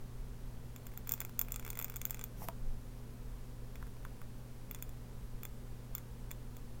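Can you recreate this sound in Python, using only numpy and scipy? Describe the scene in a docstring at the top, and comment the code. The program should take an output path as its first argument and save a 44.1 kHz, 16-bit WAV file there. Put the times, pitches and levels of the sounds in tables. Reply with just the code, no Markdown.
"""A low ventilation rumble and mains hum fill a small room; then, up close, a steel pen nib scratches paper.
Its tines slip from fibre to fibre in a fine rasp, and now and then catch and spring free with a bright tick.
Between strokes the hand swishes over the page and the sheet taps the desk.
The desk sways with a soft, deep throb as the hand settles."""
import sys
import numpy as np
from scipy import signal
from scipy.fft import rfft, irfft, next_fast_len
from scipy.io import wavfile

SR = 44100
rng = np.random.default_rng(int(sys.argv[2]) if len(sys.argv) > 2 else 0)


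def put_to_file(sound):
    """Save the sound as 16-bit audio at rate SR, in the file named by the first command-line argument."""
    columns = np.atleast_2d(sound).T  # one column per channel
    safe = np.clip(columns, -1, 1)
    whole_steps = np.round(safe * 32767)
    wavfile.write(sys.argv[1], SR, whole_steps.astype(np.int16))


N = 299873
TIME = np.arange(N) / SR
AGE = TIME[:2048]   # seconds since a contact
FIRM_DB = -57.0   # reference ring level: the firmer a release is above it, the harder and louder the paper snaps

# a tine catches hard and springs free, levels before trim: time_s, ring_db, treble_db, snap_db
TINE_CATCHES = [(0.762, -50, 2, -51.5), (0.8685, -50.5, 5, -52), (0.9754, -50, 12, -50.5),
                (1.0732, -53, 12, -50), (1.093, -37, 5.5, -46.5), (1.112, -52, 9, -46),
                (1.1202, -34.5, 10, -51), (1.1384, -39, 10, -45.5), (1.2042, -37.5, 5, -45),
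                (1.216, -50, 10, -43), (1.25, -48, 8, -48), (1.3925, -34, 11, -41.5),
                (1.4142, -36.5, 11, -41.5), (1.4851, -62, 13, -49), (1.5209, -38, 7, -50.5),
                (1.5427, -43.5, -5, -48), (1.5606, -40.5, 2, -45), (1.5966, -47, 3, -48),
                (1.6499, -49.5, 7, -47.5), (1.6647, -53, 8, -45.5), (1.6781, -55, 12, -46.5),
                (1.703, -39, 4, -47), (1.7546, -53, 6, -50.5), (1.7735, -48.5, 7, -45.5),
                (1.7906, -40, 8, -45.5), (1.7993, -52, 13, -44), (1.8142, -52, 13, -45),
                (1.8251, -44.5, 8.5, -49), (1.8448, -39.5, 9, -45.5), (1.899, -50, 11, -49.5),
                (1.9598, -43.5, 6, -50), (1.9662, -44, 8, -50.5), (2.0157, -40.5, 1.5, -44),
                (2.0532, -36.5, 10.5, -42), (2.0978, -55, 10, -50.5), (2.1075, -38.5, 7.5, -50),
                (2.1453, -44.5, 1, -45.5), (2.1937, -47, -4, -48), (2.213, -45, -10, -49),
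                (2.24, -43.5, 10, -49), (3.7568, -59, 5, -50), (4.051, -63, 9, -58), (4.2165, -67, 12, -60),
                (4.7117, -52, 16, -48), (4.7475, -44.5, -1, -48.5), (4.8248, -43, 7, -48),
                (4.893, -56, 3, -60), (5.4331, -50, 10, -49), (5.4525, -46, 6, -47), (5.951, -39, 8, -46),
                (5.9813, -50, 8, -53.5), (6.3088, -59, -3, -50), (6.314, -43, 4, -46.5),
                (6.5677, -56, 6, -56)]
# the nib travels over the grain, level before trim: start_s, end_s, slips_per_s, ring_db
PEN_STROKES = [(0.76, 0.99, 16, -71), (1.075, 1.295, 36, -61), (1.427, 1.61, 26, -63),
               (1.619, 1.965, 52, -60), (2.02, 2.256, 28, -62), (3.82, 4.22, 10, -78),
               (4.697, 4.88, 12, -67), (5.39, 5.43, 25, -68), (5.93, 6.0, 28, -67)]
# tone of a snapping paper fibre: frequency_hz, gain_db
FIBRE_EQ = [(300, -6), (750, -1.5), (1250, 1.5), (1600, 1.3), (1820, -6.5), (2020, 2), (2550, 1),
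            (3050, -11), (4700, -14), (5500, -11), (11000, -19), (16000, -8)]


def from_db(db):
    """Decibels to gain."""
    return 10 ** (np.asarray(db) / 20)


def decay(age, t60):
    """Envelope that loses 60 dB in t60 seconds."""
    return np.exp(-np.log(1000) * age / t60)


def colour(x, eq):
    """Shape x by (frequency_hz, gain_db) points with a causal, minimum-phase filter."""
    size = next_fast_len(2 * len(x))
    hz, db = np.transpose(eq)
    grid_hz = np.maximum(np.fft.rfftfreq(size, 1 / SR), 1)
    gain = from_db(np.interp(np.log(grid_hz), np.log(hz), db))
    cepstrum = irfft(np.log(gain), size)
    cepstrum[1:size // 2] *= 2
    cepstrum[size // 2 + 1:] = 0
    return irfft(rfft(x, size) * np.exp(rfft(cepstrum)), size)[:len(x)]


def unit_hit(x):
    """Scale a short sound to the energy of 4 ms at rms 1."""
    return x / np.sqrt(np.sum(x ** 2) / (.004 * SR))


def add(track, start_s, sound):
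    """Mix a sound into the track."""
    start = round(start_s * SR)
    track[start:start + len(sound)] += sound[:N - start]


def room_tone():
    """A steady bed of ventilation rumble and hiss, with the hum of a mains appliance."""
    # rumble with its duct resonances: frequency_hz, density_db (full scale, per Hz)
    rumble_eq = [(10, -63), (38, -64), (60, -70.5), (80, -79.5), (190, -81), (270, -84.5), (315, -90),
                 (415, -85.7), (530, -89.5), (600, -93), (690, -95.5), (770, -95.5), (980, -96),
                 (2500, -112)]
    # even hiss above it: frequency_hz, density_db (full scale, per Hz)
    hiss_eq = [(500, -110), (1500, -103), (3500, -108), (9200, -112.5), (9850, -110.5), (10600, -112.5),
               (15500, -113.5), (17000, -119)]
    # mains hum: pitch_hz, rms_db
    hum_partials = [(119.95, -53.5), (239.9, -63)]
    air = sum(colour(rng.standard_normal(N + SR), eq)[SR:] for eq in (rumble_eq, hiss_eq))
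    hum = sum(from_db(db) * np.sin(2 * np.pi * (hz * TIME + rng.random())) for hz, db in hum_partials)
    return air * np.sqrt(SR / 2) + hum * np.sqrt(2)


def desk_sway():
    """The hand settles and the desk sways: a few slow cycles travel up the microphone stand."""
    # deep throbs: centre_s, peak_db, pitch_hz, half_length_s
    sways = [(0.2, -38.5, 30, 0.044), (1.48, -41, 31, 0.066), (2.686, -31, 20.6, 0.08)]
    out = np.zeros(N)
    for centre_s, peak_db, hz, half_length_s in sways:
        offset_s = TIME - centre_s
        swell = from_db(peak_db) * np.exp(-(offset_s / half_length_s) ** 2)
        out += swell * np.sin(2 * np.pi * hz * offset_s)
    return out


def friction(eq, grain_db):
    """Gritty noise at rms 1: every sample has its own random strength."""
    grit = colour(rng.standard_normal(N) * from_db(grain_db * rng.standard_normal(N)), eq)
    return grit / grit.std()


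def nib_drag(trim_db=-8.0, fade_s=.02):
    """The tip grinds over the finest grain of the sheet, louder as it presses harder."""
    pressure = np.zeros(N)
    for start_s, end_s, _, ring_db in PEN_STROKES:
        inside_s = np.minimum(TIME - start_s, end_s - TIME)
        pressure += from_db(ring_db) * np.clip(inside_s / fade_s, 0, 1)
    return from_db(trim_db) * pressure * friction(FIBRE_EQ, grain_db=6.0)


def fibre_snap(hard_db, crumble_db=-2.0, t60=0.017, crumble_s_per_db=.0004):
    """One clean crack, then nearby fibres crumble; a harder snap is brighter and crumbles for longer."""
    crumble = rng.standard_normal(len(AGE)) * decay(AGE, t60 + crumble_s_per_db * hard_db)
    force = (AGE == 0) + from_db(crumble_db) * crumble / np.linalg.norm(crumble)
    hz, db = np.transpose(FIBRE_EQ)
    tilt_db = .08 * hard_db * np.log2(np.clip(hz, 900, 2300))   # tilts up between 900 and 2300 Hz
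    return unit_hit(colour(force, np.transpose([hz, db + tilt_db])))


def nib_ring(treble_db, scatter_db=1.4, detune=0.005, rise_s=0.00012, treble_trim_db=-0.4):
    """Each release rings the steel modes in its own mix; a sharp one favours the highest."""
    # modes of the steel nib in its holder: pitch_hz, relative_db, t60_s
    nib_modes = [(4230, -26, 0.0086), (5150, -21, 0.01), (6150, -12.5, 0.0097), (6650, -7.5, 0.01),
                 (7150, -2.5, 0.01), (7380, -4, 0.0087), (8580, -8, 0.0081), (9300, -15, 0.008),
                 (9980, -15, 0.012), (12000, -8.5, 0.007), (12700, -5, 0.0055), (13400, -1.5, 0.0055),
                 (14680, 2.5, 0.008), (15450, -4, 0.0045)]
    hz, db, t60 = np.transpose(nib_modes)[:, :, None]
    strength, bend, phase = rng.standard_normal((3, len(nib_modes), 1))
    # the load on the tip pulls each mode slightly off its pitch
    waves = np.sin(2 * np.pi * (hz * (1 + detune * bend) * AGE + phase))
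    attack = 1 - np.exp(-(AGE / rise_s) ** 2)
    modes = from_db(db + scatter_db * strength) * attack * decay(AGE, t60) * waves
    high = hz[:, 0] > 11000
    body = unit_hit(modes[~high].sum(axis=0))
    sparkle = unit_hit(modes[high].sum(axis=0))
    return body + from_db(treble_db + treble_trim_db) * sparkle


def nib_swing(pressed, hz=3460, free_t60=0.05):
    """The whole nib swings back in its lowest, longest mode; pressed into the page it is damped sooner."""
    t60 = free_t60 * (.55 if pressed else 1)
    return decay(AGE, t60) * np.sin(2 * np.pi * hz * AGE)


def pen_ticks(releases, snap_trim_db=-0.6, ring_trim_db=-3.4, swing_trim_db=-5.4, lead_s=.0003):
    """Stick and slip: the paper gives way, then the tine rings."""
    out = np.zeros(N)
    for time_s, ring_db, treble_db, snap_db in releases:
        hard_db = max(ring_db - FIRM_DB, 0)
        add(out, time_s - lead_s, from_db(snap_db + snap_trim_db) * fibre_snap(hard_db))
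        add(out, time_s, from_db(ring_db + ring_trim_db) * nib_ring(treble_db))
        force_db = (ring_db + snap_db) / 2   # the swing follows the overall force let go
        pressed = 0.7 < time_s < 2.3   # the long downstroke
        add(out, time_s, from_db(force_db + swing_trim_db) * nib_swing(pressed))
    return out


def small_slips(stick_s=.012, spread_db=2.2, treble_spread_db=3.0):
    """The rasp, as rows like TINE_CATCHES: along a stroke the tip meets unevenly spaced fibres."""
    slips = []
    for start_s, end_s, slips_per_s, level_db in PEN_STROKES:
        count = max(1, round((end_s - start_s) * slips_per_s))
        times = start_s + (end_s - start_s) * (np.arange(count) + rng.random(count)) / count
        for time_s, (strength, sharpness) in zip(times, rng.standard_normal((count, 2))):
            if any(0 < catch[0] - time_s < stick_s for catch in TINE_CATCHES):
                continue   # the tine is held just before a catch lets go
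            ring_db = level_db + spread_db * strength
            treble_db = 7.5 + treble_spread_db * sharpness
            snap_db = -51.0 + .65 * (ring_db - FIRM_DB)   # a firmer slip snaps the paper louder
            slips.append((time_s, ring_db, treble_db, snap_db))
    return slips


def hand_slide():
    """Countless tiny contacts of skin and paper merge into a soft swish."""
    # swell of the sliding hand: time_s, level_db
    swell = [(2.365, -92), (2.385, -56), (2.41, -53.5), (2.443, -46.5), (2.462, -60), (2.482, -54),
             (2.5, -85)]
    # tone of skin on paper: frequency_hz, gain_db
    skin_eq = [(60, 15), (170, 32.5), (380, 10.5), (650, 21), (1100, 9), (1700, 6), (4200, -5), (5500, 5),
               (9000, 1), (12500, 9.5), (14700, 9), (16000, 2)]
    times, db = np.transpose(swell)
    return friction(skin_eq, grain_db=5.0) * np.interp(TIME, times, from_db(db), left=0, right=0)


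def sheet_taps(body_trim_db=-2.0, click_trim_db=-2.5):
    """The sheet meets the desk with a click and a brief hollow ring."""
    # the sheet is pressed down, levels before trim: time_s, body_db, pitch_hz, t60_s, click_db
    taps = [(2.4197, -43.3, 920, 0.018, -58), (2.4864, -34.7, 955, 0.021, -35.5),
            (3.827, -46, 1480, .007, -55), (3.8694, -56.5, 1480, .006, -57),
            (4.051, -43.5, 1490, .007, -53), (4.2165, -52, 1520, 0.0072, -58)]
    # modes of the sheet: pitch_ratio, relative_db, t60_ratio
    sheet_modes = [(.705, 2.5, 2.3), (1, 8.5, 1), (1.38, -5, 1), (2.15, -19, .8), (2.95, -25, .7)]
    # tone of paper clicking on the desk: frequency_hz, gain_db
    click_eq = [(60, 10), (200, 20), (400, 11), (1500, 10), (2900, 6), (4600, -3), (5600, -3), (9000, 1),
                (12500, 6), (14700, 7), (16000, -3)]
    out = np.zeros(N)
    pitch_ratio, db, t60_ratio = np.transpose(sheet_modes)[:, :, None]
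    signs = (-1) ** np.arange(len(sheet_modes))[:, None]   # neighbouring modes move in opposition
    click = unit_hit(colour(1.0 * (AGE == 0), click_eq))
    for time_s, body_db, hz, t60, click_db in taps:
        waves = np.sin(2 * np.pi * hz * pitch_ratio * AGE)
        modes = signs * from_db(db) * decay(AGE, t60 * t60_ratio) * waves
        add(out, time_s, from_db(body_db + body_trim_db) * unit_hit(modes.sum(axis=0)))
        add(out, time_s, from_db(click_db + click_trim_db) * click)
    return out


def reflections(near_db=-15.5, near_t60=0.062, room_db=-18.0, room_t60=0.14, predelay_s=0.0049):
    """Impulse response: hand and desk scatter the sound, and the room adds a faint tail."""
    age = TIME[:SR // 2]
    response = 0
    for db, t60 in ((near_db, near_t60), (room_db, room_t60)):
        tail = rng.standard_normal(len(age)) * decay(age, t60) * (age > predelay_s)
        response = response + from_db(db) * tail / np.linalg.norm(tail)
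    return colour(response, [(7000, 0), (14000, -2.5)])   # the surfaces soak up some treble


def scene():
    """Pen, page and hand on the desk, in the humming room."""
    bed, response = room_tone(), reflections()
    writing = sheet_taps() + hand_slide() + nib_drag()
    writing += pen_ticks(TINE_CATCHES) + pen_ticks(small_slips())
    reverb = signal.fftconvolve(writing, response)[:N]
    return (writing + reverb + desk_sway() + bed)[None]


def record(dry, stopband_hz=17300):
    """A steep low-pass cuts off the very top."""
    return signal.sosfilt(signal.cheby2(14, 70, stopband_hz, fs=SR, output="sos"), dry)


dry = scene()
out = record(dry)
put_to_file(out)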